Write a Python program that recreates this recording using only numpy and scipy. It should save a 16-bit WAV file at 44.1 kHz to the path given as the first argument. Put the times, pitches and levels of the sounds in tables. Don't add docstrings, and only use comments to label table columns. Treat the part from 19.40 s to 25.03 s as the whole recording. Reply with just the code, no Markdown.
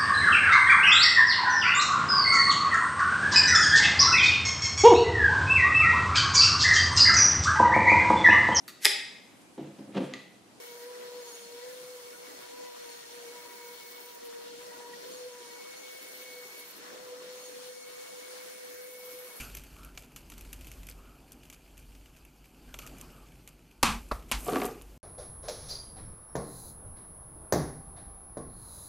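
import sys
import numpy as np
from scipy import signal
from scipy.fft import rfft, irfft
from scipy.io import wavfile
from scipy.ndimage import uniform_filter1d

SR = 44100
rng = np.random.default_rng(int(sys.argv[2]) if len(sys.argv) > 2 else 0)


def to_linear_factor(level_db):
    exponent = np.asarray(level_db, float) / 20
    return 10 ** exponent


def put_to_file(sound):
    columns = np.atleast_2d(sound).T
    safe = np.clip(columns, -1, 1)
    whole_steps = np.round(safe * 32767)
    wavfile.write(sys.argv[1], SR, whole_steps.astype(np.int16))


N = 248283
END_S = 5.578


def evened(x):
    return x / np.sqrt(np.mean(x ** 2) + 1e-20)


def spectrum_at(points, hz):
    f, value = np.transpose(points)
    return np.interp(np.log(hz + 1), np.log(f + 1), value)


def curve(rows, column=1):
    rows = np.array(rows)
    return np.interp(np.arange(N) / SR, rows[:, 0], rows[:, column])


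def colour(x, points):
    gain = to_linear_factor(spectrum_at(points, np.fft.rfftfreq(len(x), 1 / SR)))
    return irfft(rfft(x) * gain, len(x))


def add(mix, start_s, sound):
    part = mix[round(start_s * SR):][:len(sound)]
    part += sound[:len(part)]


def play(mix, rows, sound, lead_s=0):
    for start_s, *row in rows:
        add(mix, start_s - lead_s, sound(*row))


def ring(x, modes):
    out = np.zeros(len(x))
    for k, (hz, width_hz, db) in enumerate(modes):
        b, a = signal.iirpeak(hz, hz / max(width_hz, 5), SR)
        out += (-1) ** k * to_linear_factor(db) * signal.lfilter(b, a, x)
    return out


def grains(size, per_s, spread_db):
    draw = rng.random((size, 3))
    heights = to_linear_factor(-spread_db * np.log(np.maximum(draw[:, 0], .02)))
    return heights * np.sign(draw[:, 1] - .5) * (draw[:, 2] < per_s / SR)


def patchy(points, patchy_db, size=512):
    frames, hz = 4 * N // size + 5, np.fft.rfftfreq(size, 1 / SR)
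    a, b, patches = rng.standard_normal((frames, len(hz), 3)).T
    patches = uniform_filter1d(patches, size=6, axis=0)
    patches = evened(uniform_filter1d(patches, size=10, axis=1))
    z = (a + 1j * b) * to_linear_factor(spectrum_at(points, hz)[:, None] + patchy_db * patches)
    return evened(signal.istft(z, nperseg=size, noverlap=3 * size // 4)[1][:N])


def drift(rate_hz):
    t = np.arange(N) / SR
    rates = np.geomspace(rate_hz / 10, rate_hz, 16)
    return evened(sum(np.sin(2 * np.pi * (f * t + rng.random())) / np.sqrt(f) for f in rates))


# time_s, sizzle_db, roar_db
SIZZLE = [(0.0, -45.5, -49.5), (0.07, -54, -54.5), (0.2, -62.5, -58.5), (0.38, -62.5, -58),
          (0.52, -68, -58.5), (1.2, -65.5, -57.5), (1.72, -68, -58.5), (2.3, -68, -61.5),
          (3.05, -69.5, -62.5), (3.33, -66, -58), (3.53, -61.5, -53), (3.87, -66.5, -59), (4.4, -72.5, -64),
          (4.6, -64, -59), (4.85, -69, -57), (4.98, -60, -54), (5.1, -52.5, -44.5), (5.24, -51.5, -48.5),
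          (5.44, -68, -57.5), (5.58, -70.5, -58)]
# freq_hz, level_db (per Hz)
SIZZLE_COLOUR = [(880, -21), (1500, -6), (1910, -14), (2380, -2), (2940, -4), (3820, -14), (4540, -7),
                 (5560, -11.5), (6360, -8), (10600, -12), (12300, -6.5), (14300, -17.5), (15000, -49.5)]


def sizzle():
    spit = rng.standard_normal(300) * np.exp(-np.arange(300) / 39.0)
    spits = signal.oaconvolve(grains(N, per_s=450, spread_db=5.5), spit)
    spits = evened(colour(spits[:N], SIZZLE_COLOUR))
    hiss = patchy(SIZZLE_COLOUR, patchy_db=2.5) + .45 * spits
    body = colour(hiss, [(5000, -0.5), (7000, -41.0)])
    fizz = evened(hiss - body)
    sizzle_db = curve(SIZZLE)
    fizz_db = -71 + 1.145 * (sizzle_db + 68.5)
    return to_linear_factor(sizzle_db) * evened(body) + to_linear_factor(fizz_db) * fizz


def rustle():
    rustle_db = -71 + 1.14 * (curve(SIZZLE, column=2) + 62)
    rubbing = [(200, -8), (500, 6.0), (1400, 1.5), (2000, -9.5), (4000, -38.0)]
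    return to_linear_factor(rustle_db) * patchy(rubbing, patchy_db=1.8)


# time_s, level_db
RUMBLE = [(0.0, -46), (0.19, -48), (0.29, -55), (0.48, -50.5), (0.68, -61.5), (0.92, -49.5), (1.5, -48),
          (1.63, -59), (2.3, -57), (2.5, -54.5), (2.95, -58.5), (3.55, -53.5), (4.3, -60.5), (5.1, -51.5),
          (5.58, -51.5)]
# freq_hz, level_db (per Hz)
RUMBLE_COLOUR = [(20, -12), (35, 1), (50, -1), (70, -2), (90, -9), (140, -35)]
# freq_hz, level_db (per Hz)
ROAR_COLOUR = [(53, -43.5), (90, -15), (102, -8), (135, 3), (189, -4.5), (210, -9.5), (243, 2), (327, -7),
               (350, -5), (437, -10), (491, -14), (530, -14), (900, -16.5), (1170, -68.5), (1980, -120)]
# start_s, level_db (at the top), swell_s
SWELLS = [(4.43, -38, 0.071), (4.712, -42, 0.028), (4.915, -37.5, 0.043)]


def stove():
    t = np.arange(N) / SR
    hum_hz = 48.1 + 1.3 * drift(rate_hz=3)
    hum = np.sqrt(2) * np.sin(2 * np.pi * np.cumsum(hum_hz) / SR)
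    level = to_linear_factor(curve(RUMBLE) + 1.5 * drift(rate_hz=9))
    for start_s, db, swell_s in SWELLS:
        u = np.maximum(t - start_s, 0) / swell_s
        level = level + to_linear_factor(db) * (u * np.exp(1 - u)) ** 2
    rumble = level * evened(hum + 0.71 * patchy(RUMBLE_COLOUR, patchy_db=.6, size=4096))
    roar = to_linear_factor(curve(SIZZLE, column=2)) * patchy(ROAR_COLOUR, patchy_db=1.0, size=2048)
    return rumble + roar


def swish(length_s, level_db, first_hz, last_hz):
    t = np.arange(0, length_s, 1 / SR)
    hz = first_hz + (last_hz - first_hz) * t / length_s
    turn = np.exp(2j * np.pi * np.cumsum(hz) / SR)
    r = np.exp(-np.pi * 300 / SR)
    low = signal.lfilter([(1 - r) ** 2], [1, -2 * r, r ** 2], rng.standard_normal(len(t)) / turn)
    return to_linear_factor(level_db) * evened((turn * low).real) * signal.windows.tukey(len(t), .6)


# start_s, length_s, level_db, first_hz, last_hz
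SWISHES = [(0.0, 0.093, -54.5, 1470, 1400), (0.329, .22, -59.5, 1217, 1430), (1.531, 0.27, -64, 1130, 1390),
           (1.79, .09, -66.5, 830, 800), (3.271, 0.079, -64, 1520, 1530), (3.41, .09, -57, 1280, 1250),
           (3.61, 0.068, -60.5, 1110, 1070), (3.699, 0.19, -64, 1310, 1190)]


def swishes(mix):
    play(mix, SWISHES, swish)


# freq_hz, width_hz, level_db
CRACK = [(2680, 890, 21), (4500, 400, -35), (6120, 1250, 1.5), (9000, 2100, -1), (12100, 1750, 4)]
# freq_hz, width_hz, level_db
THUMP = [(700, 500, -7), (1350, 210, -4)]


def pop(crack_db, thump_db, hiss_db, scatter_db):
    t = np.arange(SR // 4) / SR
    noise = rng.standard_normal((len(t), 3)).T
    rise = 1 - np.exp(-t / 0.0003)
    second = 0.3 * (t > .0035) * np.exp(-abs(t - .0035) / 0.0013)
    split = noise[0] * rise * (np.exp(-t / 0.0014) + second)
    crack = ring(split, CRACK[:2])
    hiss = ring(split, CRACK[2:])
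    thump = ring(noise[1] * rise * np.exp(-t / 0.0073), THUMP)
    parts = ((0, crack), (thump_db, thump), (hiss_db, hiss))
    burst = sum(to_linear_factor(db) * v / abs(v).max() for db, v in parts)
    nudges = signal.lfilter([1], [1, -.985], abs(grains(len(t), per_s=160, spread_db=3.5)))
    jostle = evened(colour(noise[2], SIZZLE_COLOUR)) * evened(0.88 + nudges)
    settle = to_linear_factor(-60 * t / 0.12) * (1 - np.exp(-t / 0.0029))
    return to_linear_factor(crack_db) * (burst + to_linear_factor(scatter_db) * jostle * settle)


# thump_db, hiss_db,
# scatter_db (before it settles)
POPS = [(0.151, -35, -20, 5.5, -16), (0.1705, -39, -20, 8, -8.5), (0.1965, -47, -20, 1.5, -10),
        (0.2374, -47, -22, 3, -8), (0.4332, -46.5, -15, -2, -11), (0.4485, -43.5, -20, 7, -13),
        (0.5757, -31, -16, -9, -11.5), (0.623, -45.5, -13, 0, -11), (0.635, -45.5, -20, -8, -9),
        (0.7621, -39.5, -13, 4, -2.5), (0.9008, -41.5, -22, 4, -9), (0.9203, -39, -10.5, -3, -11),
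        (0.9803, -42, -17, 4, -10), (1.0103, -40.5, -24, 2.5, -13), (1.0505, -45, -20, -3, -9),
        (1.1302, -36, -25, 6, -11), (1.211, -45, -20, 4.5, -9), (1.2458, -47, -20, 1.5, -5.5),
        (1.2703, -42.5, -20, 3, -5.5), (1.3167, -39.5, -20, 4, -12), (1.4326, -44, -14.5, -0.5, -13),
        (1.47, -48, -20, 4, -15), (1.488, -40.5, -23, 1, -5), (1.92, -48.5, -18, 6, -7),
        (2.0334, -48, -20, -6, -9), (2.1008, -38.5, -19, 0.5, -14.5), (2.127, -43, -12, 0, -5.5),
        (2.3786, -48, -17, 7.5, -7), (2.551, -48, -20, -13, -17), (2.66, -50, -18, -9, -19),
        (2.765, -50.5, -20, -2.5, -8), (2.851, -50, -20.5, 4, -11), (3.342, -33.5, -6.5, -3, -14),
        (3.3892, -33, -8.5, 0.5, -10), (3.42, -42.5, -17, -7, -5), (3.4655, -41.5, -20, 4, -5),
        (3.5848, -48, -18, 5.5, -11), (3.6127, -40, -20, 6.5, -14), (4.0761, -40.5, -17, 3, -10)]


def pops(mix):
    play(mix, POPS, pop, lead_s=.0008)
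    for when, size, bright in rng.random((26, 3)):
        add(mix, when * END_S, pop(-54.5 + 5 * size, -20, 12 * bright - 9, -11))


def tick(peak_db, centre_hz):
    t = np.arange(SR // 20) / SR
    mode = [(centre_hz, 0.86 * centre_hz, 0)]
    noise = rng.standard_normal(len(t)) * (1 - np.exp(-t / 0.0004)) * np.exp(-t / 0.0027)
    click = ring(ring(noise, mode), mode)
    return to_linear_factor(peak_db) * click / abs(click).max()


# start_s, peak_db, centre_hz
TICKS = [(1.469, -40, 11000), (1.498, -33.5, 12000), (1.512, -42, 4500), (1.92, -35, 10100),
         (1.93, -42, 9000), (2.397, -47, 11000), (4.09, -47, 10000), (4.688, -46, 8000), (4.89, -50, 7000),
         (4.949, -32, 4240), (5.045, -34, 11800), (5.062, -32, 12300), (5.078, -31, 12100),
         (5.097, -35, 11200), (5.236, -32, 11600), (5.254, -26.5, 11200), (5.263, -29, 12600),
         (5.42, -40.5, 11000)]


def ticks(mix):
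    play(mix, TICKS, tick, lead_s=.0006)


# freq_hz, level_db (per Hz)
BANG = [(59, -41), (100, -7.5), (513, -2.5), (1140, 1.5), (1840, -9.5), (2630, -1.5), (3840, -9.5),
        (6350, -14), (8000, -14.5), (9660, -11.5), (11900, -16), (13800, -18), (15000, -45.5)]
# freq_hz, level_db (per Hz)
SCATTER = [(18, -27), (30, -1.5), (132, -11), (158, -13), (228, 4.5), (267, -13.5), (552, -20), (859, -6),
           (1110, -4.5), (1780, -15), (2430, -10.5), (2990, -14), (9150, -25), (13900, -36.5),
           (15000, -64.5)]
# freq_hz, factor on echo_t60_s
LINGER = [(50, 1.4), (250, 1.32), (1000, 1.15), (4000, 0.98), (12000, 1.0)]


def bang(peak_db, tilt_db, split_s, echo_db, t60_s):
    t = np.arange(SR // 2) / SR
    noise = rng.standard_normal((len(t), 2)).T
    fall_s = 0.33 * max(split_s, .001)
    cracks = sum(share * (t > s) * np.exp(-abs(t - s) / fall_s) for s, share in ((0, 1), (split_s, .45)))
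    tilt = [(100, -3 * tilt_db), (12800, 4 * tilt_db)]
    burst = colour(colour(noise[0] * (1 - np.exp(-t / 0.00055)) * cracks, BANG), tilt)
    answer = evened(colour(colour(noise[1], SCATTER), tilt))
    hz, frame_s, z = signal.stft(answer, SR, nperseg=256)
    band_t60_s = np.maximum(t60_s * spectrum_at(LINGER, hz)[:, None], .01)
    echo = signal.istft(z * to_linear_factor(-60 * frame_s / band_t60_s), SR, nperseg=256)[1][:len(t)]
    gate = 1 / (1 + (t / .16) ** 6)
    echo = echo * (1 - np.exp(-t / 0.0028)) * gate
    return to_linear_factor(peak_db) * (burst / abs(burst).max() + to_linear_factor(echo_db) * echo)


# start_s, peak_db (of the cracks), brightness_db (per octave), split_s,
# echo_db (re the peak, before decay), echo_t60_s
BANGS = [(4.4305, -4.5, .5, 0.0041, -16, .38), (4.9157, -13, 2, .0065, -15, 0.21)]


def bangs(mix):
    play(mix, BANGS, bang, lead_s=.0012)


# freq_hz, level_db (per Hz)
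THUD_COLOUR = [(35, -22), (60, 2.5), (129, -19.5), (199, -11.5), (289, -16), (469, -6), (982, -12),
               (1240, -3.5), (1560, -19.5), (1920, -17), (3120, -34), (4620, -25), (6380, -39.5),
               (12500, -38), (15000, -52)]


def thud(level_db, swell_s, echo_db, t60_s):
    t = np.arange(SR // 2) / SR
    shape = t / swell_s * np.exp(1 - t / swell_s) / (1 + (t / (2 * swell_s)) ** 4)
    shape += to_linear_factor(echo_db - 60 * t / t60_s) * (1 - np.exp(-t / swell_s))
    return to_linear_factor(level_db) * shape * evened(colour(rng.standard_normal(len(t)), THUD_COLOUR)) / 2


# start_s, level_db (nominal peak), swell_s, echo_db, echo_t60_s
THUD = (4.712, -20, .006, -12, .3)


def buried_burst(mix):
    play(mix, [THUD], thud)


def tumble(mix):
    t = np.arange(N) / SR
    start_s, end_s, fade_s = 5.0, 5.27, .06
    sliding = np.clip(np.minimum(t - start_s, end_s - t) / fade_s + 1, 0, 1) ** 2
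    brushing = [(3000, -29.5), (6500, -7), (9000, -3.5), (12000, 1), (14500, -8)]
    mix += to_linear_factor(-49.5) * sliding * patchy(brushing, patchy_db=4.5, size=256)
    for when, size, bright in rng.random((14, 3)):
        click = tick(-40 + 6 * size - 7 * when, 5000 + 7000 * bright)
        add(mix, np.interp(when, (0, 1), (start_s, end_s)), click)


# start_s, peak_db (of the drumming)
LANDINGS = [(5.065, -30), (5.082, -19.5), (5.091, -26.5), (5.106, -29.5), (5.121, -25), (5.132, -25.5),
            (5.145, -25), (5.157, -19), (5.167, -23), (5.179, -29.5), (5.199, -27.5), (5.217, -21.5),
            (5.231, -27), (5.244, -24.5), (5.257, -28.5), (5.284, -33), (5.309, -36.5), (5.345, -40)]
# freq_hz, width_hz, level_db (before each spot's chance)
STEEL = [(229, 53, 2), (289, 45, 5), (397, 53, 2), (480, 50, 0), (727.7, 25, -4.5), (814, 56, -11),
         (1160, 60, -8), (1254, 45, -7.5), (1420, 53, -18), (1880, 180, -12.5), (2520, 220, -18)]


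def landings(mix):
    t = np.arange(SR // 4) / SR
    for start_s, db in LANDINGS:
        push = rng.standard_normal(len(t)) * (1 - np.exp(-t / 0.00062)) * np.exp(-t / 0.0042)
        knock = ring(ring(push, [(594, 1060, 0)]), [(695, 1450, 0)])
        hops = grains(len(t), per_s=300, spread_db=3) * to_linear_factor(-60 * t / 0.31)
        bounces = signal.oaconvolve(knock, hops)[:len(t)]
        spot = [(hz, width_hz, mode_db + 3 * rng.standard_normal()) for hz, width_hz, mode_db in STEEL]
        drum = ring(knock + to_linear_factor(-14) * bounces, spot) + to_linear_factor(-11) * knock
        crisp = ring(push, CRACK[:2])
        add(mix, start_s, to_linear_factor(db) * (drum / abs(drum).max() + to_linear_factor(-13) * crisp / abs(crisp).max()))


# freq_hz, level_db (re the centre)
SIDE_DB = [(3000, -90), (3900, -32.5), (5000, -15.5), (8000, -4.5), (14000, -7.5)]


def scene():
    mid = sizzle() + rustle() + stove()
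    for lay_in in (swishes, pops, ticks, bangs, buried_burst, tumble, landings):
        lay_in(mid)
    z = signal.stft(colour(mid, SIDE_DB), nperseg=128)[2]
    turned = z * np.exp(2j * np.pi * rng.random(z.T.shape).T)
    side = signal.istft(turned, nperseg=128)[1][:N]
    return np.array([mid + side, mid - side])


def roll_off(x):
    return signal.sosfilt(signal.butter(12, 15550, fs=SR, output="sos"), x)


def record(dry):
    lowpass = signal.firwin(255, 14320, window=("kaiser", 6), fs=SR)
    limited = signal.oaconvolve(dry, lowpass[None], "same")
    after_s = np.arange(N) / SR - END_S
    mix = limited * np.where(after_s > 0, to_linear_factor(-35.5 - 650 * after_s), 1)
    return roll_off(mix)


dry = scene()
out = record(dry)
put_to_file(out)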